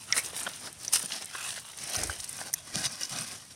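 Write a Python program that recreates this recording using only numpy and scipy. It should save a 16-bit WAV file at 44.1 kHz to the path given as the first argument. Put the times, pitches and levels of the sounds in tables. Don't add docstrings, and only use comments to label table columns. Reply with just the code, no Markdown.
import sys
import numpy as np
from scipy import signal
from scipy.fft import rfft, irfft, next_fast_len
from scipy.io import wavfile
from scipy.ndimage import uniform_filter1d, map_coordinates

SR = 44100
rng = np.random.default_rng(int(sys.argv[2]) if len(sys.argv) > 2 else 0)


def output_pcm(signal):
    pcm = np.clip(np.atleast_2d(signal).T, -1, 1) * 32767
    wavfile.write(sys.argv[1], SR, np.round(pcm).astype(np.int16))


N = 156555
SIZE = 8192


def amp(db):
    return 10 ** (np.asarray(db) / 20)


def unit(x):
    return x / np.sqrt(np.mean(x ** 2) + 1e-20)


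def along(points, hz):
    f, db = np.transpose(points)
    return np.interp(np.log(hz + 1), np.log(f + 1), db)


def octaves(hz, centre_hz):
    return np.log2((hz + 1) / centre_hz)


def hump(hz, centre_hz, width):
    return 1 / (1 + (octaves(hz, centre_hz) / width) ** 2 / 2)


def coloured(x, gain):
    cepstrum = irfft(np.log(np.maximum(gain(np.fft.rfftfreq(SIZE, 1 / SR)), 1e-6)))
    cepstrum[1:SIZE // 2] *= 2
    cepstrum[SIZE // 2 + 1:] = 0
    return signal.fftconvolve(x, irfft(np.exp(rfft(cepstrum))))[:len(x)]


def wobble(rate):
    return map_coordinates(rng.standard_normal(SIZE), [np.arange(N) * rate / SR], mode="wrap")


def add(track, start_s, sound):
    part = track[max(round(start_s * SR), 0):][:len(sound)]
    part += sound[:len(part)]


def burst(fade_s, gain, attack_s, span_s, snap):
    t = np.arange(SIZE) / SR
    push = rng.standard_normal(SIZE) * amp(-20 * t / fade_s) * (1 - np.exp(-t / attack_s))
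    push[0] = snap * np.linalg.norm(push)
    return unit(coloured(push, gain)) * np.sqrt(span_s * SR / SIZE)


# f/Hz, level/dB
AIR_TONE = [(20, -31), (40, -23), (60, -7.5), (95, -0.5), (160, -4), (350, -13.5), (1000, -15.5),
            (4000, -19), (9000, -15.5), (12500, -21.5), (16000, -33)]


def air():
    level = amp(-55 + 2.3 * wobble(12))
    hush = coloured(rng.standard_normal(N), lambda hz: amp(along(AIR_TONE, hz)))
    return level * unit(hush)


# t/s, near echo's share, far echo's share
ROCK_ECHOES = [(.2, 0.076, .02), (1.1, 0.25, 0.019), (2.1, 0.19, 0.023), (2.75, 0.041, 0.51),
               (3.5, .03, 0.25)]


def with_rock_echoes(x, near_s=0.000865, far_s=0.002226, dull_above_hz=4600):
    t = np.arange(N) / SR
    times, near, far = np.transpose(ROCK_ECHOES)
    padded = next_fast_len(N + SIZE)
    hz = np.fft.rfftfreq(padded, 1 / SR)
    dull = rfft(x, padded) / (1 + (hz / dull_above_hz) ** 2)
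    echo = lambda delay_s: irfft(dull * np.exp(-2j * np.pi * hz * delay_s), padded)[:N]
    return x - np.interp(t, times, near) * echo(near_s) - np.interp(t, times, far) * echo(far_s)


# t/s, relative level/dB, f/Hz, settling time/s
BODY_THUDS = [(.45, -48, 250, 0.056), (1.032, -43.5, 213, 0.024), (1.967, -35, 82, 0.037),
              (2.012, -37, 76.5, 0.07), (2.086, -35.5, 74.6, 0.032), (2.185, -50, 65, 0.045),
              (2.761, -36, 185, 0.012), (2.735, -45, 90, 0.078), (2.79, -40, 167, 0.15),
              (2.852, -41, 124, 0.045), (3.109, -41, 115, 0.06), (3.195, -40, 175, 0.08)]


def thuds():
    out, t = np.zeros(N), np.arange(SIZE) / SR
    for start_s, db, pitch_hz, fade_s in BODY_THUDS:
        cycles = t * pitch_hz
        fading = amp(-20 * cycles / 1.2)
        swing = np.sin(2 * np.pi * cycles) * fading * (1 - np.exp(-2 * cycles))
        tone = lambda hz: hump(hz, pitch_hz, width=0.64) ** 2
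        settling = burst(fade_s, tone, attack_s=0.0023, span_s=0.012, snap=0)
        add(out, start_s, amp(db) * (1.8 * swing + 0.83 * settling))
    return out


# multiple of its pitch, width/octaves, level/dB
STONE_RINGS = [(1.019, 0.1, 6.5), (2.3, 0.17, -16)]
# t/s, level/dB, f/Hz, fade/s, level of the hollow tone/dB
STONE_KNOCKS = [ (0.125, -22, 2100, 0.0039, -27), (.131, -26, 1930, 0.021, -29),
                (.166, -27.5, 2050, 0.023, 2), (.182, -24, 2160, 0.034, -14),
                (0.333, -41, 1060, 0.0055, 14), (0.465, -32.5, 1380, 0.0045, -9),
                (0.469, -29, 1380, 0.0069, -1.5), (.476, -29.5, 1360, 0.0034, -0.5),
                (.674, -38.5, 1470, 0.017, 5), (1.036, -40, 1390, 0.011, 6),
                (1.351, -33.5, 1060, 0.015, -5), (1.352, -36.5, 1650, 0.012, -18),
                (1.576, -38, 1510, 0.0067, -8), (2.033, -33, 1320, 0.0084, 9),
                (2.097, -27, 1490, 0.0085, -1), (2.414, -32.5, 1630, 0.0096, 3),
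                (2.539, -35.5, 1820, 0.0062, -12)]


def stones():
    out = np.zeros(N)
    for start_s, db, pitch_hz, fade_s, hollow_db in STONE_KNOCKS:
        ring = lambda hz: sum(amp(ring_db) * hump(hz, pitch_hz * ratio, width)
                              for ratio, width, ring_db in STONE_RINGS)
        tone = lambda hz: ring(hz) + amp(hollow_db) * hump(hz, 0.43 * pitch_hz, width=0.49)
        add(out, start_s, amp(db) * burst(fade_s, tone, attack_s=0.00014, span_s=0.0027, snap=0.79))
    return out


# t/s, level/dB, f/Hz, width/octaves, fade/s
TWIG_CRACKS = [ (0.125, -14.5, 5610, 0.086, 0.004), (0.125, -22, 3480, 0.12, 0.006),
               (.165, -28, 9600, 0.35, 0.0067), (0.1783, -16.5, 8300, 0.23, 0.0075),
               (0.261, -28, 6850, 0.27, 0.016), (0.3643, -28, 8400, 0.58, 0.0083),
               (0.403, -30, 9100, .3, 0.0055), (0.432, -27, 8100, 0.18, 0.013),
               (.467, -25, 3250, 0.12, .015), (.4893, -31.5, 7000, 0.99, 0.0045),
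               (.535, -36, 3400, 0.34, 0.0055), (0.672, -33.5, 3400, 0.37, 0.0052),
               (0.7285, -35, 9200, 0.33, 0.0039), (.790, -45, 7500, .5, .008),
               (0.8486, -27, 5760, 0.78, .008), (0.8799, -22.5, 5650, 0.11, 0.005),
               (0.936, -14, 9000, 0.39, 0.0089), (0.9582, -18, 9000, 0.47, 0.0041),
               (.994, -25, 9200, 0.46, 0.01), (1.027, -27, 9200, 0.31, 0.004),
               (1.059, -27, 9400, 0.15, 0.0047), (1.12, -23.5, 3570, 0.3, 0.006),
               (1.223, -29.5, 3200, 0.88, .007), (1.245, -32.5, 9100, 0.17, 0.0062),
               (1.257, -30.5, 9300, 0.54, 0.0046), (1.506, -27.5, 3200, 0.56, 0.0037),
               (1.7738, -35.5, 9650, 0.14, 0.0058), (1.787, -32, 5500, .9, .007),
               (1.8377, -30, 8900, 0.21, 0.004), (1.874, -35, 9100, 0.45, .005),
               (1.9456, -24.5, 3330, 0.78, 0.0054), (1.962, -23, 6070, 0.071, 0.0037),
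               (1.9895, -35, 9200, .4, .005), (2.0145, -31, 6000, .5, .004),
               (2.0352, -18.5, 7550, 0.52, 0.01), (2.2023, -27, 6350, 0.53, 0.0092),
               (2.2432, -25.5, 9500, 1, 0.0098), (2.2929, -26.5, 9700, 0.25, 0.011),
               (2.329, -32, 9100, .3, 0.0078), (2.367, -33, 8800, 0.43, .006),
               (2.5302, -28.5, 9500, 0.3, 0.0025), (2.5374, -24, 7950, 0.65, 0.01),
               (2.539, -18.5, 6140, 0.1, 0.0045), (2.5387, -14.5, 11700, 0.18, 0.0063),
               (2.7567, -21, 3780, 0.56, 0.0008), (2.854, -21, 3800, 0.23, 0.0053),
               (3.011, -33.5, 7000, 0.54, 0.005), (3.0328, -22, 5460, 0.1, 0.0044),
               (3.052, -28, 5700, 0.2, .006), (3.095, -31.5, 8000, 0.83, .006),
               (3.186, -29, 5640, 0.31, .007)]


def cracks(top_hz=18000):
    out = np.zeros(N)
    for start_s, db, pitch_hz, width, fade_s in TWIG_CRACKS:
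        tone = lambda hz: hump(hz, pitch_hz, width) / (1 + (hz / top_hz) ** 8)
        add(out, start_s, amp(db) * burst(fade_s, tone, attack_s=0.00033, span_s=0.00071, snap=0.67))
    return out


def leaf_ticks(leaf_level, per_s=46, above_hiss_db=6, tries=200):
    out = np.zeros(N)
    dice = rng.random((tries, 2))
    scatter = np.clip(rng.standard_normal((tries, 2)), -2, 2)
    for (when, chance), (extra_db, pitch_step) in zip(dice, scatter):
        if chance < per_s * N / SR / tries:
            pitch_hz = 8000 * 2 ** (0.55 * pitch_step)
            tone = lambda hz: hump(hz, pitch_hz, width=0.55)
            tick = burst(fade_s=0.0077, gain=tone, attack_s=0.0002, span_s=0.0011, snap=0.44)
            level = leaf_level[int(when * N)] * amp(above_hiss_db + extra_db)
            add(out, when * N / SR, level * tick)
    return out


def friction(tone, slips_per_s, scatter_db, smooth):
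    sizes = amp(scatter_db * np.minimum(rng.standard_normal(N), 2))
    directions = np.sign(rng.standard_normal(N))
    slips = unit(sizes * directions * (rng.random(N) < slips_per_s / SR))
    sliding = smooth * rng.standard_normal(N)
    return unit(coloured(slips + sliding, lambda hz: amp(along(tone, hz))))


def patchy(x, depth_db, bands):
    spectrum = signal.stft(x, nperseg=512)[2]
    patches = uniform_filter1d(rng.standard_normal(spectrum.shape), bands, axis=0)
    patches = uniform_filter1d(patches, size=15, axis=1)
    return unit(signal.istft(spectrum * amp(depth_db * unit(patches)), nperseg=512)[1][:N])


# f/Hz, level/dB
GRIT_TONE = [(700, -20.5), (1700, -11), (2800, -7.5), (3900, -3.5), (4600, 2), (5700, -1), (7200, -7),
             (10000, -12.5), (16000, -24)]
LEAF_TONE = [(2000, -37), (5000, -11.5), (7200, -6), (9200, -1), (10800, -4), (12500, -7.5), (16000, -7.5)]
GRAVEL_TONE = [(400, -20), (1000, -3.5), (1700, -3), (2500, -2.5), (3800, -2.5), (5400, -28), (9000, -32.5)]
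RUB_TONE = [(30, -34), (70, -17.5), (200, -1), (380, -4.5), (650, -1), (900, -5.5), (1400, -4), (2500, -7),
            (8000, -43)]
# leaf level/dB, gravel level/dB, rub level/dB
SHOVES = [ (.012, 0.015, 0.055, -53, 5.5, -1.5, -23), (.11, 0.023, 0.069, -51, 4, 6.5, -0.5),
          (0.177, 0.021, 0.017, -33, 8, 2, -2.5), (.255, 0.057, 0.053, -48, 9.5, 3, -4),
          (.37, 0.016, 0.036, -42, 7, -1, -13), (.42, 0.075, 0.09, -46, 5, 6.5, 0.5),
          (.52, 0.044, 0.11, -53, 7.5, 5.5, -8), (.648, 0.028, 0.04, -46, 0.5, -8, -1),
          (.74, .06, 0.051, -60.5, -9, 6, -1), (.83, 0.033, 0.11, -46, 0, -9, -3.5),
          (.937, 0.0096, 0.013, -29.5, 5.5, -6.5, -11.5), (.957, 0.014, 0.022, -32.5, 6.5, -2, -11.5),
          (1.005, .03, 0.097, -44.5, 4.5, 1, -8), (1.157, 0.053, 0.039, -38.5, -1.5, -1.5, -10),
          (1.219, 0.015, 0.024, -44.5, -6, -6, -3), (1.4, 0.096, 0.038, -45, 2.5, 3.5, -17),
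          (1.495, 0.077, 0.052, -42, 4, 5, -11.5), (1.58, 0.023, 0.02, -43.5, 3.5, 2.5, -20),
          (1.68, 0.074, 0.12, -53.5, 5, 3, -11), (1.84, 0.062, 0.18, -43, -2, -3, -8),
          (1.975, 0.072, 0.029, -42.5, 5.5, 1.5, 0), (2.015, 0.061, 0.036, -41.5, -1.5, -11, 4),
          (2.099, 0.06, 0.053, -44, 3.5, -8, -0.5), (2.21, 0.15, 0.1, -50, 5, 2.5, -15),
          (2.31, 0.051, 0.096, -50.5, 3.5, -6, -4), (2.405, 0.043, 0.035, -46.5, 6.5, -1, -1.5),
          (2.48, 0.038, 0.028, -47, 0.5, -8, 2), (2.589, 0.039, 0.024, -52, 0.5, 3.5, -7),
          (2.70, 0.054, 0.046, -48, -1.5, -6, -3.5), (2.764, 0.033, 0.061, -37, -15, -4, -5),
          (2.815, 0.048, 0.041, -41.5, 4, -1.5, -2.5), (2.856, 0.02, 0.018, -29, -10, -5, -17),
          (2.935, 0.05, 0.049, -41.5, -4.5, -10, -8), (3.025, 0.027, 0.039, -41, 1, -2.5, -9),
          (3.112, 0.02, 0.049, -40, -5, -6.5, -14), (3.175, 0.049, 0.071, -37, -1, -9.5, -5),
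          (3.29, 0.083, 0.11, -43.5, -1.5, -5.5, -6.5), (3.511, 0.0077, 0.01, -48, -2, 0, -11)]


def scuffs():
    t, power = np.arange(N) / SR, np.zeros((4, N))
    for peak_s, rise_s, fall_s, db, leaf_db, gravel_db, rub_db in SHOVES:
        away_s = np.abs(t - peak_s)
        slope = np.where(t < peak_s, (away_s / rise_s) ** 1.7, (away_s / fall_s) ** 1.45)
        swell = amp(-np.minimum(7.5 * slope, 100))
        levels = amp([[db], [db + leaf_db], [db + gravel_db], [db + rub_db]])
        power += (levels * swell) ** 2
    grit, leaf, gravel, rub = np.sqrt(power)
    catch_db = 1.4 * wobble(70) + 1.07 * wobble(380)
    grinding = friction(GRIT_TONE, slips_per_s=2500, scatter_db=-2, smooth=0.51)
    grinding = patchy(grinding, depth_db=2.5, bands=4)
    brushing = friction(LEAF_TONE, slips_per_s=2200, scatter_db=5, smooth=0.91)
    brushing = patchy(brushing, depth_db=2, bands=5)
    crunching = friction(GRAVEL_TONE, slips_per_s=1100, scatter_db=3.5, smooth=0.55)
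    crunching = patchy(crunching, depth_db=3.5, bands=3)
    rubbing = friction(RUB_TONE, slips_per_s=900, scatter_db=1, smooth=0.55)
    rubbing = patchy(rubbing, depth_db=3, bands=2)
    return (grit * unit(amp(catch_db + 1.14 * wobble(200)) * grinding)
            + leaf * unit(amp(catch_db + 2.76 * wobble(260)) * brushing)
            + gravel * unit(amp(catch_db + 2.46 * wobble(120)) * crunching)
            + rub * unit(amp(catch_db + 0.76 * wobble(60)) * rubbing)
            + leaf_ticks(leaf))


def scene():
    dragging = amp(-2) * scuffs() + cracks() + stones()
    return np.tile(with_rock_echoes(dragging) + thuds() + air(), (2, 1))


# f/Hz, level/dB
MIC_TREBLE = [(10500, 0.5), (13000, -6.5), (16000, -12.5)]
# f/Hz, width/octaves, level/dB
MIC_PEAKS = [(5765, 0.11, 5), (9020, 0.089, 5.5)]


def record(dry, top_hz=15850):
    peaks_db = lambda hz: sum(db * np.exp(-(octaves(hz, centre_hz) / width) ** 2 / 2)
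                              for centre_hz, width, db in MIC_PEAKS)
    tone = lambda hz: amp(along(MIC_TREBLE, hz) + peaks_db(hz))
    padded = next_fast_len(N + SIZE)
    spectrum = rfft([coloured(channel, tone) for channel in dry], padded)
    return irfft(spectrum * (np.fft.rfftfreq(padded, 1 / SR) < top_hz), padded)[:, :N]


dry = scene()
out = record(dry)
output_pcm(out)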